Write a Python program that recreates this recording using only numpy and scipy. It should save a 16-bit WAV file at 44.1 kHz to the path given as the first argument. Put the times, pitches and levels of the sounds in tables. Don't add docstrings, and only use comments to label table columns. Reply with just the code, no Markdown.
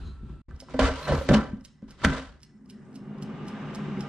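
import sys
import numpy as np
from scipy import signal
from scipy.fft import rfft, irfft, next_fast_len
from scipy.io import wavfile
from scipy.ndimage import uniform_filter1d

SR = 44100
rng = np.random.default_rng(int(sys.argv[2]) if len(sys.argv) > 2 else 0)


def materialize(psi):
    bounded = np.clip(np.atleast_2d(psi).T, -1, 1)
    quanta = np.round(bounded * 32767).astype(np.int16)
    wavfile.write(sys.argv[1], SR, quanta)


def makeup_ratio(level_db):
    decades = np.asarray(level_db, float) / 20
    return 10 ** decades


N = 180226

# frequency in Hz, level in dB per Hz.
RUSTLE_COLOUR = [(150, -28.5), (250, -28), (732, -11), (809, -9.5), (1350, -5.5), (1650, -20),
                 (4020, -14.5), (4900, -29), (8740, -28.5), (13000, -59)]
# frequency in Hz, level in dB.
WHINE = [(1336, 0.5), (2672, -14), (4008, -23)]
# time the full level is reached in seconds, rise before it in s, hold in
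# s, rustle in dB, whistle in dB.
RUSTLES = [
    (.005, 0.069, .01, -51.5, -64),
    (.07, 0.11, 0.0069, -54, -50.5),
    (.3, 0.62, 0.01, -58.5, -84),
]
GAP_S = (.417, .485)
# frequency in Hz, level in dB per Hz.
QUIET = [(24, -48.5), (40, -28), (129, -4), (218, -3), (319, -38.5), (405, -33), (890, -27), (1960, -26),
         (2370, -43.5), (5210, -44.5), (12000, -44), (15600, -99), (22000, -120)]
# frequency in Hz, left-right likeness from 0 to 1.
LIKENESS = [(60, 0.98), (180, 0.79), (530, 0.93), (1570, 0.7), (2900, .6), (4650, 0.1), (13800, 0.055)]
# time the full level is reached in
# seconds, rise before it in s, hold in s, deep rumble in dB, boom in dB.
JOLTS = [(.03, 0.96, 0.06, -33.5, -39.5), (.24, 0.33, 0.11, -36, -41), (.53, 0.24, 0.0036, -35.5, -38),
         (.75, 0.28, .01, -38, -34.5), (.822, 0.046, 0.02, -15.5, -51), (1.11, 0.047, 0.022, -40, -17.5),
         (1.16, 0.27, 0.0077, -29, -23), (1.3, 0.039, 0.033, -53, -12.5), (1.37, 0.11, 0.011, -28.5, -21),
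         (1.52, 0.33, 0.016, -33.5, -44), (1.86, 0.14, 0.1, -47, -47), (2.065, 0.11, 0.029, -23, -20),
         (2.26, .1, 0.053, -41.5, -58)]
# start in seconds, cavity peak in dB, loudest cavity pitch in Hz, thud in dB.
BOOMS = [(0.232, -30.5, 157, -34), (0.296, -30.5, 132, -39), (0.535, -41, 134, -30.5),
         (0.795, -25, 196, -29), (1.081, -33, 149, -34), (1.118, -26.5, 172, -20), (1.15, -33, 159.8, -26),
         (1.18, -33, 134, -21.5), (1.29, -12, 140, -26.5), (1.309, -5, 140, -24), (1.335, -5, 215, -31),
         (1.363, -14, 234, -21.5), (1.532, -23, 218, -38.5), (1.541, -35.5, 215.5, -38),
         (1.615, -46, 215, -63.5), (1.826, -32.5, 214, -67), (1.874, -44.5, 237, -66),
         (2.048, -16.5, 183, -15), (2.066, -14.5, 193, -27)]
# frequency in Hz, level in dB, t60 in seconds.
CAVITY = [(138.2, -7, 0.23), (198, -2.5, 0.11), (216.5, -2, 0.16), (382, -9.5, 0.15)]
# frequency in Hz, level in dB, t60 in seconds.
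THUD = [(55, -5.5, 0.11), (70, 4, 0.16)]
# time the full level is reached in seconds, rise before it in s,
# hold in s, level in dB.
SHAKES = [(.636, .2, 0.0073, -55), (.745, 0.013, 0.017, -30), (.81, 0.13, 0.028, -23.5),
          (.92, 0.12, 0.0041, -33.5), (.99, .1, 0.015, -49), (1.137, 0.026, 0.0037, -29.5),
          (1.335, 0.15, 0.0033, -22.5), (1.5, 0.33, 0.091, -46), (1.84, 0.041, 0.007, -44.5),
          (2.052, 0.015, 0.069, -29.5), (2.2, 0.24, 0.027, -40.5)]
# start in seconds, crack peak in dB, shell level in dB, loudest shell pitch in Hz.
BLOWS = [(0.2944, -53.5, -49.5, 1100), (0.326, -62, -69, 1040), (0.4886, -60, -58, 1274),
         (0.5091, -47.5, -45.5, 1310), (0.622, -59, -42.5, 676), (0.6291, -80, -49.5, 680),
         (0.6844, -60, -43.5, 1160), (0.6974, -39, -44.5, 466), (0.7416, -59, -23, 490),
         (0.7913, -28, -12.5, 605), (0.8014, -28.5, -32, 560), (0.8196, -35, -27, 547),
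         (0.834, -37, -30, 567.3), (0.875, -44, -27, 1350), (0.8848, -41, -27, 500), (0.897, -45, -32, 600),
         (1.0715, -55, -27.5, 1150), (1.0786, -32, -19, 520), (1.0888, -45, -20, 626.3),
         (1.0972, -41, -18.5, 594.1), (1.1205, -48, -16.5, 613), (1.1306, -44, -32, 620),
         (1.145, -48.5, -37, 1500), (1.18, -50, -28, 565), (1.2116, -52, -34, 584), (1.21, -61, -37, 2250),
         (1.2885, -47, -18, 1715), (1.289, -27, -19, 468), (1.3099, -50, -17, 540),
         (1.3377, -37, -34.5, 420), (1.3485, -41, -17, 687.1), (1.8213, -53, -52, 520),
         (1.998, -62.5, -38.5, 1960), (2.018, -51, -41, 1640), (2.036, -48, -28, 1200),
         (2.043, -43.5, -25.5, 877), (2.048, -9.5, -19.5, 1530), (2.0573, -31.5, -24.5, 603),
         (2.1124, -48, -37, 579), (2.1288, -48, -37.5, 1210)]
# start in seconds, level in dB.
SHARP = [
    (.7913, -35),
    (1.289, -34.5),
    (1.3377, -30),
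    (2.048, -29.5),
    (2.056, -46.5),
]
# frequency in Hz, level in dB, t60 in seconds.
SHELL = [(468, -3, 0.073), (543.4, -2, 0.074), (609, -2.5, 0.055), (658, -11, 0.067), (774, -4.5, 0.051),
         (1001, -1, 0.04), (1160, -4.5, 0.048), (1349, -4, 0.06), (1552, -5, 0.07), (1746, -10.5, 0.071),
         (2006, -8, 0.06), (2310, -14, 0.044), (3030, -10.5, 0.038)]
# frequency in Hz, level in dB, t60 in seconds.
LATCH = [(1519.5, -3.5, .005), (6000, -15, .002)]
# time the full level is reached in seconds, rise before it in s,
# hold in s, shell rattle in dB, grit in dB.
SHOVES = [(.485, .02, 0.22, -58.5, -75.5), (.7, 0.084, 0.0099, -49, -58.5),
          (.738, .015, 0.07696, -42.5, -56), (.8, 0.019, 0.052, -20.5, -36),
          (.96, 0.21, 0.16, -39.5, -46.5), (1.08, 0.056, 0.065, -26, -41.5), (1.15, .1, 0.17, -58, -49),
          (1.289, 0.0033, 0.05, -21, -41.5), (1.35, 0.14, 0.0075, -21, -41),
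          (1.825, 0.0092, 0.017, -62.5, -78), (1.885, 0.028, 0.045, -56, -64.5),
          (2.03, 0.14, 0.0092, -45.5, -51), (2.06, 0.0453, 0.11, -32.5, -43)]
SLAMS = [
    (.792, 0.005, 0.0037, -35, -30),
    (1.289, .005, 0.0014, -23, -30.5),
    (1.341, 0.035, 0.0036, -16, -28),
    (2.048, 0.027, 0.0012, -14.5, -25.5),
]
# frequency in Hz, level in dB per Hz.
GRIT = [(530, -42), (900, -5), (1040, -1), (1230, -2), (1800, -5), (2450, -6), (3000, -6), (4110, -7.5),
        (8990, -22.5), (11900, -47.5), (13000, -77.5)]
# time in seconds, peak in dB.
TICKS = [(0.6021, -36.5), (1.1261, -35), (1.6492, -37.5), (2.1744, -51), (2.6985, -40), (3.2236, -37),
         (3.7482, -34.5)]
# time in seconds, peak in dB.
TOCKS = [(0.8694, -59), (1.3894, -55.5), (1.9076, -41.5), (2.4314, -40.5), (2.9562, -39.5), (3.4815, -36),
         (4.0068, -34)]
# seconds after the beat, level in dB.
TICK_STROKES = [
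    (-.040, -17),
    (0, 0),
    (.0058, -5),
    (.0088, -7),
    (.0115, -15),
]
# seconds after the beat, level in dB.
TOCK_STROKES = [
    (-.028, -18),
    (-.014, -14),
    (0, 0),
    (.004, -7),
    (.011, -13),
    (.017, -14),
]
# frequency in Hz, level in dB, t60 in seconds.
CLOCKWORK = [(2220, -17, 0.0096), (2970, -7, 0.0081), (4090, -13.5, 0.012), (4950, -30.5, 0.06),
             (5400, -33.5, .04), (5295, -2, 0.0095), (4700, -6, 0.0032), (6689, -17.5, 0.0052)]
# time the full level is reached in seconds, rise before it in s,
# hold in s, level in dB.
HISS_SWELL = [
    (1.02, .12, .06, -69.5),
    (1.16, .1, .09, -71.5),
    (1.3, .03, 0.043, -69),
]
# time the full level is reached in seconds, rise before it in s, hold in s, level
# in dB.
SQUEAK_SWELL = [(1.025, 0.12, 0.073, -54)]
# time the full level is reached in seconds, rise before it in s,
# hold in s, level in dB.
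GAP_NOTE_SWELL = [(.96, 0.034, 0.12, -50)]
# frequency in Hz, width in Hz, level in dB.
DRONE = [(147.1, 30, -3), (206.6, 32, 3), (257.3, 33, -4), (386.6, 45, -9.5)]
# frequency in Hz, width in Hz, level in dB.
DUCT = [(818.5, 41, -0.5), (1200, 38, -2.5), (1567, 80, -5.5), (2100, 170, -15), (2830, 52, -10.5),
        (3600, 280, -35)]
# frequency in Hz, level in dB per Hz.
AIR = [(180, -32), (300, -26.5), (388, -6.5), (603, -11), (812, -12.5), (1080, -11.5), (1180, -12),
       (1730, -17), (2920, -21), (3750, -27.5), (4300, -33.5), (5550, -35.5), (9000, -47), (11700, -80),
       (19800, -120)]

RISE_DB = 40
SLAM_FALL_DB_S = 897
STEADY_TOP_HZ = 9150
FAN_ON_S, FAN_RUN_UP_S, FAN_KNEE = 2.33, 1.258, 12
KITCHEN_T60_S, WALL_CUT_HZ = 0.46, 2900
SIGNS = rng.choice([-1, 1], N)


def rms_one(x):
    return x / np.sqrt(np.mean(x ** 2) + 1e-20)


def butter(x, hz, kind, order):
    return signal.sosfilt(signal.butter(order, hz, kind, fs=SR, output="sos"), x)


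def at_hz(points, hz):
    points = np.array(points)
    return np.interp(np.log(hz), np.log(points[:, 0]), points[:, 1])


def drift(rate):
    r = np.exp(-80 * np.pi * rate / SR)
    slow = signal.lfilter([1], [1, -2 * r, r * r], rng.standard_normal(N // 40 + 2002))[2000:]
    return np.interp(np.arange(N) / 40, np.arange(len(slow)), rms_one(slow))


def evened(x, span_s):
    span = int(span_s * SR)
    power = uniform_filter1d(uniform_filter1d(x ** 2, span), span)
    return x / np.sqrt(power + 1e-12)


def wobbling(hz, depth, rate):
    phase = 2 * np.pi * np.cumsum(hz * (1 + depth * drift(rate))) / SR
    return np.sqrt(2) * np.sin(phase)


def ring(clicks, hz, t60):
    r, w = makeup_ratio(-60 / (t60 * SR)), 2 * np.pi * hz / SR
    return signal.lfilter([0, np.sin(w)], [1, -2 * r * np.cos(w), r * r], clicks + 1e-18)


def resonant_noise(peaks):
    total = 0
    for hz, width, db in peaks:
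        total = total + makeup_ratio(db) * rms_one(ring(rng.standard_normal(N), hz, 5.74 / width))
    return rms_one(total)


def banded_noise(spectrum, patchy_db, tilt_db=0):
    together = drift(2.5)
    edges = 30 * 2 ** np.arange(0, 9.1, 1 / 3)
    white = rng.standard_normal((2, 2, N))
    power, out = 0, 0
    for k, (low, high) in enumerate(zip(edges, edges[1:])):
        hz = np.sqrt(low * high)
        if not spectrum[0][0] < hz < spectrum[-1][0]:
            continue
        band = signal.butter(2, [low, high], "band", fs=SR, output="sos")
        mid, side = signal.sosfilt(band, white[k % 2])
        alike = np.clip(at_hz(LIKENESS, hz), -1, 1)
        level_db = at_hz(spectrum, hz)
        power += makeup_ratio(2 * level_db) * (high - low) * 2 / SR
        flicker_db = patchy_db * (0.85 * together + drift(26.0))
        gain = makeup_ratio(level_db + tilt_db * np.log2(hz / 1000) + flicker_db)
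        stereo = np.sqrt(1 + alike) * mid + np.sqrt(1 - alike) * side * [[1], [-1]]
        out = out + gain * stereo / np.sqrt(2)
    return out / np.sqrt(power)


def scuff(times, levels_db, smear_s, shift=0):
    clicks, fade = np.zeros(N), np.exp(-1 / (smear_s * SR + 1e-3))
    np.add.at(clicks, np.round(np.asarray(times) * SR).astype(int), makeup_ratio(levels_db))
    return signal.lfilter([np.sqrt(1 - fade ** 2)], [1, -fade], clicks + 1e-18) * np.roll(SIGNS, shift)


def struck(times, levels_db, modes, spread_db, smear_s, favoured_hz=None, fall_db=0):
    chance = rng.standard_normal((len(times), len(modes)))
    out = np.zeros(N)
    for k, (hz, level_db, t60) in enumerate(modes):
        away = 0
        if favoured_hz is not None:
            away = np.minimum(np.abs(np.log2(hz / favoured_hz)), .9)
        blow_db = levels_db + level_db + spread_db * chance[:, k] - fall_db * away
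        out += ring(scuff(times, blow_db, smear_s, shift=977 * k), hz, t60)
    return out


def swells(rows, column, fall_db_s):
    rows, t = np.array(rows)[:, :, None], np.arange(0, N + 32, 32) / SR
    early, late = rows[:, 0] - t, t - rows[:, 0] - rows[:, 2]
    climb_db = RISE_DB * np.maximum(early, 0) / np.abs(rows[:, 1])
    db = rows[:, column] - climb_db - fall_db_s * np.maximum(late, 0)
    return np.interp(np.arange(N) / SR, t, np.maximum(db.max(axis=0), -140))


def push_level(column, fall_db_s):
    return np.maximum(swells(SHOVES, column, fall_db_s), swells(SLAMS, column, SLAM_FALL_DB_S))


def fan_speed():
    ramp = np.maximum(np.arange(N) / SR - FAN_ON_S, 1e-3) / FAN_RUN_UP_S
    return ramp / (1 + ramp ** FAN_KNEE) ** (1 / FAN_KNEE)


def quiet_kitchen():
    return makeup_ratio(-61) * banded_noise(QUIET, patchy_db=-2.5)


def first_shot():
    rustle_db = swells(RUSTLES, column=3, fall_db_s=81)
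    whistle_db = swells(RUSTLES, column=4, fall_db_s=253)
    phase = 2 * np.pi * np.cumsum(1 + 0.0055 * drift(20)) / SR
    whine = sum(makeup_ratio(db) * np.sin(hz * phase) for hz, db in WHINE)
    whine = whine * makeup_ratio(-66.5 + 1.3 * drift(14))
    whistle = resonant_noise([(3900, 110, 3.0), (4080, 260, 14), (6563, 1100, -1)])
    whistle = whistle * makeup_ratio(whistle_db - 7.5)
    rustle = makeup_ratio(rustle_db - 6.0) * banded_noise(RUSTLE_COLOUR, patchy_db=0.0)
    before_change = np.arange(N) < np.mean(GAP_S) * SR
    return (whine + whistle + rustle) * before_change


def handling():
    shake_db = 41 * np.log10(fan_speed())
    deep_steady_db = np.maximum(-50 + shake_db, -62)
    boom_steady_db = np.maximum(-33.5 + shake_db, -56)
    deep_db = np.maximum(swells(JOLTS, column=3, fall_db_s=145), deep_steady_db)
    boom_db = np.maximum(swells(JOLTS, column=4, fall_db_s=201), boom_steady_db)
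    deep_gain = makeup_ratio(deep_db - 4.5 + 2.2 * drift(4.8))
    boom_gain = makeup_ratio(boom_db - 9.0 + 2.7 * drift(24))
    lumps = butter(butter(rng.standard_normal(N), 32, "high", order=4), 61, "low", order=2)
    deep = makeup_ratio(-6.5) * evened(lumps, span_s=0.12) + makeup_ratio(-5.5) * wobbling(62, depth=.12, rate=11.3)
    boom = resonant_noise([(146.9, 13, -1.5), (215, 110, -6.5), (300, 100, -10.5), (370.2, 55, -11.5)])
    boom = butter(boom, 120, "high", order=2)
    unlike = makeup_ratio(-19) * (deep_gain * rms_one(lumps[::-1]) + 2 * boom_gain * boom[::-1])
    return deep_gain * deep + boom_gain * boom + unlike * [[1], [-1]]


def dull_booms():
    s, cavity_db, cavity_hz, thud_db = np.transpose(BOOMS)
    cavity = struck(s, cavity_db - 2.5, CAVITY, spread_db=0.5, smear_s=0, favoured_hz=cavity_hz, fall_db=18.5)
    thud = struck(s, thud_db - 5.0, THUD, spread_db=1.5, smear_s=0)
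    hum = makeup_ratio(swells(SHAKES, column=3, fall_db_s=284) - 2.0) * wobbling(265, depth=0.021, rate=32.1)
    return butter(butter(cavity + thud + hum, 430, "low", order=4), 36, "high", order=2)


def hard_knocks():
    s, crack_db, shell_db, shell_hz = np.transpose(BLOWS)
    snap = scuff(s + 0.0012, crack_db + 11.5, smear_s=0)
    snap += scuff(s, crack_db + 11.0, smear_s=0.00093, shift=19)
    crack = butter(butter(snap, 900, "high", order=2), 2200, "low", order=1)
    crack = butter(crack, 9700, "low", order=12)
    sharp_s, sharp_db = np.transpose(SHARP)
    sharp = scuff(sharp_s + 0.0011, sharp_db, smear_s=0.00076, shift=210)
    crack += butter(sharp, 9000, "high", order=2)
    shell = struck(s + .001, shell_db - 1.5, SHELL, spread_db=4.5, smear_s=0, favoured_hz=shell_hz, fall_db=22.0)
    latch = sum(ring(scuff([2.0486], db, smear_s=0), hz, t60) for hz, db, t60 in LATCH)
    return crack + shell + latch


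def shell_rattle():
    sizes = makeup_ratio(2.2 * np.minimum(rng.exponential(1, N), 3)) * SIGNS
    contacts = sizes * (rng.random(N) < 1800 / SR)
    dealt = rng.integers(0, len(SHELL), N)
    rattle = 0
    for k, (hz, db, t60) in enumerate(SHELL):
        rattle = rattle + makeup_ratio(db) * ring(contacts * (dealt == k), hz, .7 * t60)
    return makeup_ratio(push_level(column=3, fall_db_s=177.5) - 6.5) * rms_one(rattle)


def slot_grit():
    grit_db = push_level(column=4, fall_db_s=146.5)
    grit = makeup_ratio(grit_db + 1.5) * banded_noise(GRIT, patchy_db=1.0) * makeup_ratio(1.8 * drift(90))
    return butter(grit, 9900, "low", order=14)


def motor_whine():
    after_change = np.arange(N) > GAP_S[1] * SR
    return makeup_ratio(-82) * resonant_noise([(1980, 25, 0)]) * after_change


def timer():
    beats = []
    for table, strokes in ((TICKS, TICK_STROKES), (TOCKS, TOCK_STROKES)):
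        beats += [(s + after, db + more) for s, db in table for after, more in strokes]
    s, level_db = np.transpose(beats)
    rings = struck(s + 0.00055, level_db - 0.5, CLOCKWORK, spread_db=2.0, smear_s=0)
    rings = butter(butter(rings, 2200, "high", order=2), 7900, "low", order=2)
    spit = scuff(s + .0006, level_db + 9.0, smear_s=0.0026, shift=26)
    strokes = np.abs(scuff(s, level_db - 19.5, smear_s=0))
    swelling = signal.fftconvolve(strokes, np.hanning(int(0.03 * SR)), "same")
    hiss = spit + swelling * rng.standard_normal(N)
    return rings + butter(butter(hiss, 3000, "high", order=2), 11300, "low", order=8)


def treble_hiss():
    high_noise = butter(butter(rng.standard_normal((2, N)), 8800, "high", order=8), 14000, "low", order=8)
    return high_noise * makeup_ratio(swells(HISS_SWELL, column=3, fall_db_s=1200) + 14)


def rail_squeak():
    squeak_db = swells(SQUEAK_SWELL, column=3, fall_db_s=219)
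    return makeup_ratio(squeak_db + 4.0 + 4.5 * drift(40)) * wobbling(4140, depth=0.01, rate=45)


def air_gap_note():
    note_db = swells(GAP_NOTE_SWELL, column=3, fall_db_s=903)
    note_hz = 534 + 815 * (np.arange(N) / SR - GAP_NOTE_SWELL[0][0])
    note = wobbling(note_hz, depth=0.041, rate=12)
    overtone = 1.1 * wobbling(1.8 * note_hz, depth=0.035, rate=83)
    return makeup_ratio(note_db) * (note + overtone)


def fan_level(full_db, db_per_decade):
    return full_db + db_per_decade * np.log10(fan_speed())


def fan_drone():
    cavity = butter(butter(resonant_noise(DRONE), 110, "high", order=4), 500, "low", order=2)
    cavity = evened(cavity, span_s=0.19)
    cavity = makeup_ratio(fan_level(-32.5, 27) - 4.5 + 1.5 * drift(5.4)) * cavity
    duct = makeup_ratio(fan_level(-45, 54) - 7.0) * butter(resonant_noise(DUCT), 540, "high", order=2)
    return cavity + duct


def fan_rush():
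    tilt_db = 0.07 - 6.5 * (1 - fan_speed())
    return makeup_ratio(fan_level(-45, 54)) * banded_noise(AIR, patchy_db=1.0, tilt_db=tilt_db)


def kitchen(x):
    t, size = np.arange(int(.8 * SR)) / SR, next_fast_len(N + SR)
    noise = rng.standard_normal((3, len(t)))
    noise = noise[:2] + 1.44 * noise[2]
    dull = butter(noise, WALL_CUT_HZ, "low", order=1)
    tail = dull * makeup_ratio(-60 * t / KITCHEN_T60_S)
    tail += (noise - dull) * makeup_ratio(-60 * t / (0.23 * KITCHEN_T60_S))
    tail *= np.clip((t - .003) / 0.016, 0, 1) / np.sqrt(SR * 0.07)
    sent = butter(x, 380, "high", order=1)
    return irfft(rfft(tail, size) * rfft(sent, size), size)[:, :N]


def placed(x, lag, pan_db):
    late = np.interp(np.arange(N) - lag, np.arange(N), x)
    return np.array([late * makeup_ratio(pan_db / 2), x * makeup_ratio(-pan_db / 2)])


def scene():
    booms, knocks, ticks, drone = dull_booms(), hard_knocks(), timer(), fan_drone()
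    swelling = shell_rattle() + rail_squeak() + air_gap_note()
    body = butter(booms + swelling + drone + motor_whine(), STEADY_TOP_HZ, "low", order=12)
    near = placed(body, lag=2.5, pan_db=0.2)
    near += placed(knocks, lag=0.72, pan_db=-2.0)
    near += placed(ticks, lag=2.35, pan_db=-3.5)
    sent = makeup_ratio(-7.5) * knocks + makeup_ratio(-12.5) * (swelling + booms) + makeup_ratio(-4.0) * ticks + makeup_ratio(-6.5) * drone
    echo = butter(kitchen(sent), 10000, "low", order=10)
    steady = butter(fan_rush() + quiet_kitchen() + handling(), STEADY_TOP_HZ, "low", order=18)
    return near + echo + slot_grit() + treble_hiss() + steady + first_shot()


def top_cut(x):
    return signal.sosfilt(signal.butter(12, 14170, fs=SR, output="sos"), x)


def record(dry):
    t = np.arange(N) / SR
    fade_s = .002
    open_gain = np.clip(np.maximum(GAP_S[0] - t, t - GAP_S[1]) / fade_s + 1, 0, 1)
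    dregs = signal.sosfiltfilt(signal.butter(2, 40, fs=SR, output="sos"), dry) * makeup_ratio(-9)
    x = open_gain * butter(dry, 12000, "low", order=2) + (1 - open_gain) * dregs
    return top_cut(np.tanh(x / 0.85))


dry = scene()
out = record(dry)
materialize(out)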